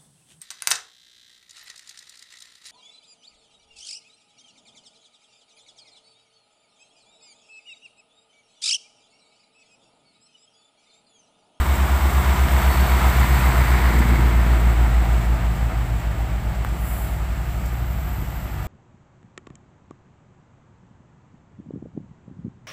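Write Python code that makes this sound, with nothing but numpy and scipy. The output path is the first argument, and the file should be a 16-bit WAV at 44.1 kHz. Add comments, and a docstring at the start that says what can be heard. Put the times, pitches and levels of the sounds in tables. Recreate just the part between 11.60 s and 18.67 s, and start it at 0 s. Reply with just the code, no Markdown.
"""On the verge of a hill road, a diesel tanker labours past, close behind a second heavy truck.
Their exhaust notes lie a few hertz apart and beat while the tanker loses revs. Combustion knock
rings its block, the turbo hisses and whistles, and loose fittings rattle; then tailpipe and tyres
go by. A stone snaps under a tyre, an air valve vents, and a thin jet of air hisses in pulses."""
import sys
import numpy as np
from scipy import signal
from scipy.fft import rfft, irfft, next_fast_len
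from scipy.io import wavfile

SR = 44100
rng = np.random.default_rng(int(sys.argv[2]) if len(sys.argv) > 2 else 0)


def wav_record(signal):
    """Record a signal, one row per channel, as 16-bit PCM in the file named by sys.argv[1]."""
    frames = np.transpose(np.atleast_2d(signal))
    bounded = np.clip(frames, -1, 1)
    # unit amplitude maps onto the largest positive 16-bit level
    quanta = np.round(bounded * 32767).astype(np.int16)
    wavfile.write(sys.argv[1], SR, quanta)


N = 311787
TIME = np.arange(N) / SR


def from_db(db):
    """Decibels to gain."""
    return 10 ** (np.asarray(db) / 20)


def unit_rms(x):
    """Scale to rms 1."""
    return x / np.sqrt(np.mean(x ** 2) + 1e-20)


def curve(rows):
    """Rows of (seconds, value), interpolated per sample."""
    return np.interp(TIME, *np.transpose(rows))


def drift(rate_hz):
    """Smooth random wander, spread 1."""
    step = 40
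    pole = np.exp(-2 * np.pi * rate_hz * step / SR)
    slow = signal.lfilter([1], [1, -2 * pole, pole * pole], rng.standard_normal(N // step + 2002))[2000:]
    return np.interp(np.arange(N) / step, np.arange(len(slow)), unit_rms(slow))


def coloured(spectrum, source=None, rings=()):
    """A source (default white noise) through a body's spectrum and narrow rings; rms 1."""
    source = rng.standard_normal(N) if source is None else source
    size = next_fast_len(N)
    hz, db = np.transpose(spectrum)
    bin_hz = np.maximum(np.arange(size // 2 + 1) * SR / size, 1)
    octave = np.log2(bin_hz)
    octaves_outside = np.abs(octave - np.clip(octave, np.log2(hz[0]), np.log2(hz[-1])))
    shape_db = np.interp(octave, np.log2(hz), db) - 48 * octaves_outside
    for centre_hz, width_hz, boost_db in rings:
        shape_db += boost_db / (1 + (2 * (bin_hz - centre_hz) / width_hz) ** 2)
    return unit_rms(irfft(rfft(source, size) * from_db(shape_db), size)[:N])


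def passing(at_s, peak_db, approach_s, leave_s, far_db):
    """Gain of a source going by: inverse distance over a floor of scattered sound."""
    away = (TIME - at_s) / np.where(TIME < at_s, approach_s, leave_s)
    return np.sqrt(from_db(peak_db) ** 2 / (1 + away ** 2) + from_db(far_db) ** 2)


def facing(at_s, width_s):
    """Bell from 0 to 1 and back while a part points at the verge."""
    return np.exp(-((TIME - at_s) / width_s) ** 2)


def swell(peak_s, hold_s, rise_db_per_s, fall_db_per_s):
    """Gain that rises to 1, holds and falls."""
    before_s, after_s = np.maximum(peak_s - TIME, 0), np.maximum(TIME - peak_s - hold_s, 0)
    return from_db(-rise_db_per_s * before_s - fall_db_per_s * after_s)


def orders(firings, table, waver_db, jitter_rad):
    """Crank-locked tones from (order, dB) rows; levels waver, and so does overtone phase."""
    tones = np.zeros(N)
    for order, db in table:
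        gain = np.sqrt(2) * from_db(db + waver_db * drift(2.16))
        tones += gain * np.sin(2 * np.pi * order * firings + jitter_rad * (order - 1) * drift(4.8))
    return tones


def bursts(firings, decay_firings, depth, uneven_db):
    """One dying burst per firing over a steady part; cylinders and single firings differ."""
    index = firings.astype(int)
    cylinders = rng.standard_normal(6)
    strength = from_db(uneven_db * (cylinders[index % 6] + rng.standard_normal(1024)[index]))
    return 1 + depth * strength * np.exp(-(firings % 1) / decay_firings)


def firing_noise(firings, repeat_share):
    """Each of six cylinders repeats its own noise pattern; the rest is fresh noise."""
    index, sample = firings.astype(int), np.arange(N)
    onset = np.maximum.accumulate(sample * (np.diff(index, prepend=0) > 0))
    pattern = rng.standard_normal((6, 2048))[index % 6, sample - onset]
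    return np.sqrt(repeat_share) * pattern + np.sqrt(1 - repeat_share) * rng.standard_normal(N)


def tanker_note(firings):
    """Exhaust note at the firing rate, its octave, and drive line hum."""
    note = orders(firings, [(1, 0)], waver_db=0.25, jitter_rad=0)
    note *= passing(at_s=3.23, peak_db=-15.45, approach_s=2.3, leave_s=.41, far_db=-50)
    octave = orders(firings, [(2, 0)], waver_db=1.0, jitter_rad=0.32)
    octave *= passing(at_s=2.1, peak_db=-27.8, approach_s=.55, leave_s=1.1, far_db=-40.5)
    hum = orders(firings, [(3.09, 0)], waver_db=1.5, jitter_rad=0.32)
    hum *= passing(at_s=2.1, peak_db=-34.3, approach_s=1.2, leave_s=1.25, far_db=-56)
    return note + octave + hum


# Exhaust overtones. Each row: multiple of the firing rate, relative level in dB.
RUMBLE_ORDERS = [(1.5, -13), (2.5, -16.5), (3, -18)]
TAILPIPE_ORDERS = [(3.92, -3.5), (4.5, -16.5), (5, -17), (5.5, -15.5), (5.75, -13.5), (6, -19), (7.8, -19)]
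# Gas puff spectra. Each row: frequency in Hz, relative level in dB.
RUMBLE_SPECTRUM = [(20, -16), (35, -4), (48, -5), (65, -18), (88, -2.5), (130, -3.5), (185, -6.5),
                   (225, -18.5), (400, -43)]
CHUFF_SPECTRUM = [(150, -12), (225, -1.5), (270, -3.5), (335, 1), (400, -6.5), (480, -12), (800, -22)]


def tanker_exhaust(firings):
    """Gas puffs rumble and chuff under the overtones; the chuff lifts as the pipe faces the verge."""
    puffs = bursts(firings, decay_firings=0.36, depth=0.96, uneven_db=2.5)
    puffs *= firing_noise(firings, repeat_share=0.16)
    rumble = orders(firings, RUMBLE_ORDERS, waver_db=3.1, jitter_rad=0.13)
    rumble += from_db(-3) * coloured(RUMBLE_SPECTRUM, puffs)
    rumble *= passing(at_s=2.15, peak_db=-29.8, approach_s=1.3, leave_s=1.35, far_db=-34)
    pipe_tones = orders(firings, TAILPIPE_ORDERS, waver_db=1.5, jitter_rad=0.077)
    pipe_tones *= passing(at_s=2.45, peak_db=-29, approach_s=.09, leave_s=.22, far_db=-47)
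    chuff = from_db(-4 + 3.5 * facing(at_s=2.5, width_s=.25)) * coloured(CHUFF_SPECTRUM, puffs)
    chuff *= passing(at_s=2.85, peak_db=-32.2, approach_s=2.8, leave_s=.55, far_db=-43.8)
    return rumble + pipe_tones + chuff


# Second engine's speed. Each row: time in seconds, firing rate in Hz.
SECOND_FIRING_HZ = [(0, 73.15), (.8, 70.56), (2.4, 67.29), (3.7, 61.82), (4.9, 59.62), (6.4, 60.55),
                    (7.07, 59.53)]
# Its note climbing away. Each row: time in seconds, gain in dB.
SECOND_GAIN_DB = [(0, -23), (.4, -20.2), (3.0, -25.9), (6.45, -26.6), (7.07, -32.5)]
# Its exhaust tones. Each row: multiple of the firing rate, relative level in dB.
SECOND_ORDERS = [(1, 0.5), (2.5, -26), (3, -23.5)]


def second_truck():
    """A deep note just above the tanker's; its rough octave emerges from behind the tanker."""
    firings = np.cumsum(curve(SECOND_FIRING_HZ)) / SR
    note = orders(firings, SECOND_ORDERS, waver_db=0.86, jitter_rad=0.25)
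    growl = orders(firings, [(1.96, -0.89)], waver_db=3.5, jitter_rad=0.99)
    growl *= passing(at_s=1.75, peak_db=-35.8, approach_s=.3, leave_s=5.5, far_db=-45)
    return from_db(curve(SECOND_GAIN_DB)) * note + growl


# Engine spectra from three sides. Each row: frequency in Hz, relative level in dB.
FRONT_SPECTRUM = [(250, -9), (380, -5), (540, -7.5), (680, 1), (830, -1), (960, 0.5), (1300, -1),
                  (1600, -5), (2170, -5.5), (2640, -12.5), (3670, -14.5), (4300, -20), (5000, -22),
                  (6600, -24.5)]
BAY_SPECTRUM = [(250, -6), (380, -8.5), (515, -9.5), (760, -1.5), (1010, 1), (1170, -3), (1320, -1.5),
                (1490, -4), (2090, -2), (2700, -13.5), (4680, -20), (5490, -25.5), (6600, -26.5)]
REAR_SPECTRUM = [(250, -14), (380, -14), (470, -8.5), (560, -7), (660, 0), (850, -2.5), (1000, -8),
                 (1200, -5), (1620, -8.5), (2040, -9.5), (3000, -16.5), (4040, -22), (5000, -29.5),
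                 (6200, -35)]
# Rings of block and covers. Each row: centre in Hz, width in Hz, boost in dB.
BLOCK_RINGS = [(720, 41, 1), (942, 59, 2), (1135, 60, -0.5), (1333, 26, -0.5), (1670, 41, -1),
               (2230, 69, 1)]


def clatter(firings, rear):
    """Combustion knock rings the block, heard through the cab front, the open bay, then from behind."""
    knock = bursts(firings, decay_firings=0.09, depth=0.4, uneven_db=2.5) * from_db(0.53 * drift(20))
    knock *= firing_noise(firings, repeat_share=0.28)
    bay = facing(at_s=2.22, width_s=.72)
    front = np.clip(1 - bay - rear, 0, 1)
    sides = [(front, FRONT_SPECTRUM), (bay, BAY_SPECTRUM), (rear, REAR_SPECTRUM)]
    block = sum(share * coloured(spectrum, knock, BLOCK_RINGS) for share, spectrum in sides)
    return road_comb(block) * passing(at_s=1.85, peak_db=-25.3, approach_s=1.5, leave_s=.66, far_db=-42)


def road_comb(direct):
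    """Sweeping comb of the asphalt bounce: a weaker copy, shifted most when the engine is nearest."""
    nearest_s, passing_s = 1.99, 1.8
    lead_s = 0.06 / np.hypot(1, (TIME - nearest_s) / passing_s)
    return direct + from_db(-11.5) * np.interp(TIME + lead_s, TIME, direct)


# Compressor hiss spectra. Each row: frequency in Hz, relative level in dB.
HISS_FRONT_SPECTRUM = [(4500, -21), (6000, -13), (6900, -8), (7450, 0.5), (8100, 1), (8600, -3),
                       (9800, -12), (11300, -8), (12300, -6.5), (12800, -1), (15500, -2)]
HISS_REAR_SPECTRUM = [(4500, -6), (6000, -8), (6900, -6.5), (7450, 1), (8050, -0.5), (8800, -10),
                      (10500, -11), (12000, -9.5), (14100, -3), (15500, -4.5)]
# Turbo and gear whistles. Each row: centre in Hz, width in Hz, relative level in dB.
WHISTLES = [(3800, 70, -6), (4450, 55, -1), (8090, 50, -3), (11890, 80, 0), (12900, 200, -3)]
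# Whistles beaming at the verge. Each row: peak time in seconds, hold in seconds, gain in dB.
SQUEALS = [(.82, .03, -54), (1.02, .05, -48.5), (1.13, .1, -44.5), (1.3, .02, -42.5), (1.47, .5, -51.5)]


def turbo(firings, rear):
    """Air rushes through the compressor; faint whistles squeal as they beam sideways."""
    rush = bursts(firings, decay_firings=0.46, depth=0.12, uneven_db=5.5) * from_db(0.63 * drift(5.9))
    rush *= rng.standard_normal(N)
    hiss = (1 - rear) * coloured(HISS_FRONT_SPECTRUM, rush) + rear * coloured(HISS_REAR_SPECTRUM, rush)
    whistles = sum(from_db(db) * whistle(hz, width_hz) for hz, width_hz, db in WHISTLES)
    beam = np.max([from_db(db) * swell(peak_s, hold_s, rise_db_per_s=110, fall_db_per_s=140)
                   for peak_s, hold_s, db in SQUEALS], axis=0)
    gain = passing(at_s=1.84, peak_db=-40.8, approach_s=1.8, leave_s=.5, far_db=-54.8)
    return from_db(4) * gain * hiss + np.maximum(beam, from_db(-19) * gain) * whistles


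def whistle(hz, width_hz):
    """Unsteady tone: a narrow band of noise."""
    phase = 2 * np.pi * hz * TIME
    return drift(width_hz) * np.cos(phase) + drift(width_hz) * np.sin(phase)


def ring(clicks, modes):
    """Clicks ring the modes of a body too small to radiate bass."""
    ringing = np.zeros(N)
    for hz, db, t60_s in modes:
        radius, angle = from_db(-60 / (t60_s * SR)), 2 * np.pi * hz / SR
        feedback = [1, -2 * radius * np.cos(angle), radius ** 2]
        ringing += from_db(db) * signal.lfilter([0, np.sin(angle)], feedback, clicks + 1e-18)
    return signal.sosfilt(signal.butter(2, 450, "high", fs=SR, output="sos"), ringing)


# Bumps. Each row: start in seconds, contact strength limit in dB.
BUMPS = [(1.41, -28), (1.83, -36), (1.93, -34), (2.92, -36), (4.07, -37), (4.13, -43), (5.95, -46)]
# Chassis fitting modes. Each row: frequency in Hz, gain in dB, T60 in seconds.
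FITTING_MODES = [(664, -1, .12), (753, -2, .1), (1277, 2.5, 0.11), (1370, -3, .07), (1700, -9, 0.066),
                 (2040, -9, .05)]


def rattles():
    """Loose fittings chatter in a short flurry of contacts at each bump."""
    flurry_s, contacts = .06, 14
    clicks = np.zeros(N)
    for start_s, db in BUMPS:
        delay, strength = rng.random((2, contacts))
        clicks[((start_s + flurry_s * delay) * SR).astype(int)] = from_db(db) * (2 * strength - 1)
    return ring(clicks, FITTING_MODES)


# Tyre roar spectrum. Each row: frequency in Hz, relative level in dB.
TYRE_SPECTRUM = [(500, -14), (680, 0), (850, -.5), (1100, -8), (2000, -7), (2800, -20), (6300, -36),
                 (7900, -18), (9000, -30)]


def tyres():
    """The rear tyres roar as they roll past."""
    gain = passing(at_s=3.15, peak_db=-37, approach_s=.2, leave_s=.4, far_db=-70)
    return gain * coloured(TYRE_SPECTRUM)


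# Stone modes. Each row: frequency in Hz, gain in dB, T60 in seconds.
STONE_MODES = [(720, -13, .008), (1190, 4.5, .003), (2200, -19, 0.0022), (8000, -14, .0008),
               (13000, -7, .0008)]


def stone_snap(at_s):
    """A stone snaps under a tyre: one click, ringing for milliseconds."""
    click = np.zeros(N)
    click[round(at_s * SR)] = from_db(-13.5)
    return ring(click, STONE_MODES)


# Venting air spectrum. Each row: frequency in Hz, relative level in dB.
VENT_SPECTRUM = [(6000, -30), (7600, -3), (9200, -11), (9900, -2), (10800, -8), (12200, -4), (14400, 0),
                 (15500, -4)]


def air_valve(peak_s):
    """A valve opens, vents hissing air and closes."""
    open_s, hold_s, close_s = .105, .05, .18
    shut = np.maximum(peak_s - TIME, 0) / open_s + np.maximum(TIME - peak_s - hold_s, 0) / close_s
    return from_db(-40.3) * np.exp(-shut ** 2) * coloured(VENT_SPECTRUM)


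def air_jet(peak_s):
    """A thin jet hisses in quick, unsteady pulses; its pitch sags as the pressure drops."""
    pulse_hz, jet_hz, sag_hz_per_s = 70, 13520, 850
    pulses = 1 + 0.22 * np.sin(2 * np.pi * pulse_hz * TIME + .6 * drift(3))
    pulses = unit_rms(pulses * from_db(1.3 * drift(25)))
    sidebands = coloured([(20, 2.5), (350, -8), (800, -9), (1600, -16)])
    centre_hz = jet_hz - sag_hz_per_s * (TIME - peak_s)
    jet = np.sqrt(2) * sidebands * np.cos(2 * np.pi * np.cumsum(centre_hz) / SR)
    return from_db(-47.3) * swell(peak_s, hold_s=.08, rise_db_per_s=21, fall_db_per_s=10) * pulses * jet


# Tanker's engine speed, sagging on the hill. Each row: time in seconds, firing rate in Hz.
TANKER_FIRING_HZ = [(0, 64.0), (1.8, 61.03), (3.7, 56.06), (4.8, 52.0), (5.8, 48.59), (7.07, 46.83)]


def scene():
    """Both trucks in mono; the tanker's engine and exhaust follow one running count of firings."""
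    firings = np.cumsum(curve(TANKER_FIRING_HZ)) / SR
    rear_s, turn_s = 3.05, .36
    rear = 1 / (1 + np.exp((rear_s - TIME) / turn_s))   # share heard from behind
    tank_screening = from_db(-1.2 * facing(at_s=4.55, width_s=.42))
    engine = tank_screening * (clatter(firings, rear) + turbo(firings, rear))
    exhausts = tanker_note(firings) + tanker_exhaust(firings) + second_truck()
    air = air_valve(peak_s=5.3) + air_jet(peak_s=6.41)
    road = rattles() + tyres() + stone_snap(at_s=5.0485)
    return (engine + exhausts + air + road)[None]


def record(dry):
    """Steep low-pass on the top treble."""
    cutoff_hz = 15480
    return signal.sosfilt(signal.ellip(14, .1, 90, cutoff_hz, fs=SR, output="sos"), dry)


dry = scene()
out = record(dry)
wav_record(out)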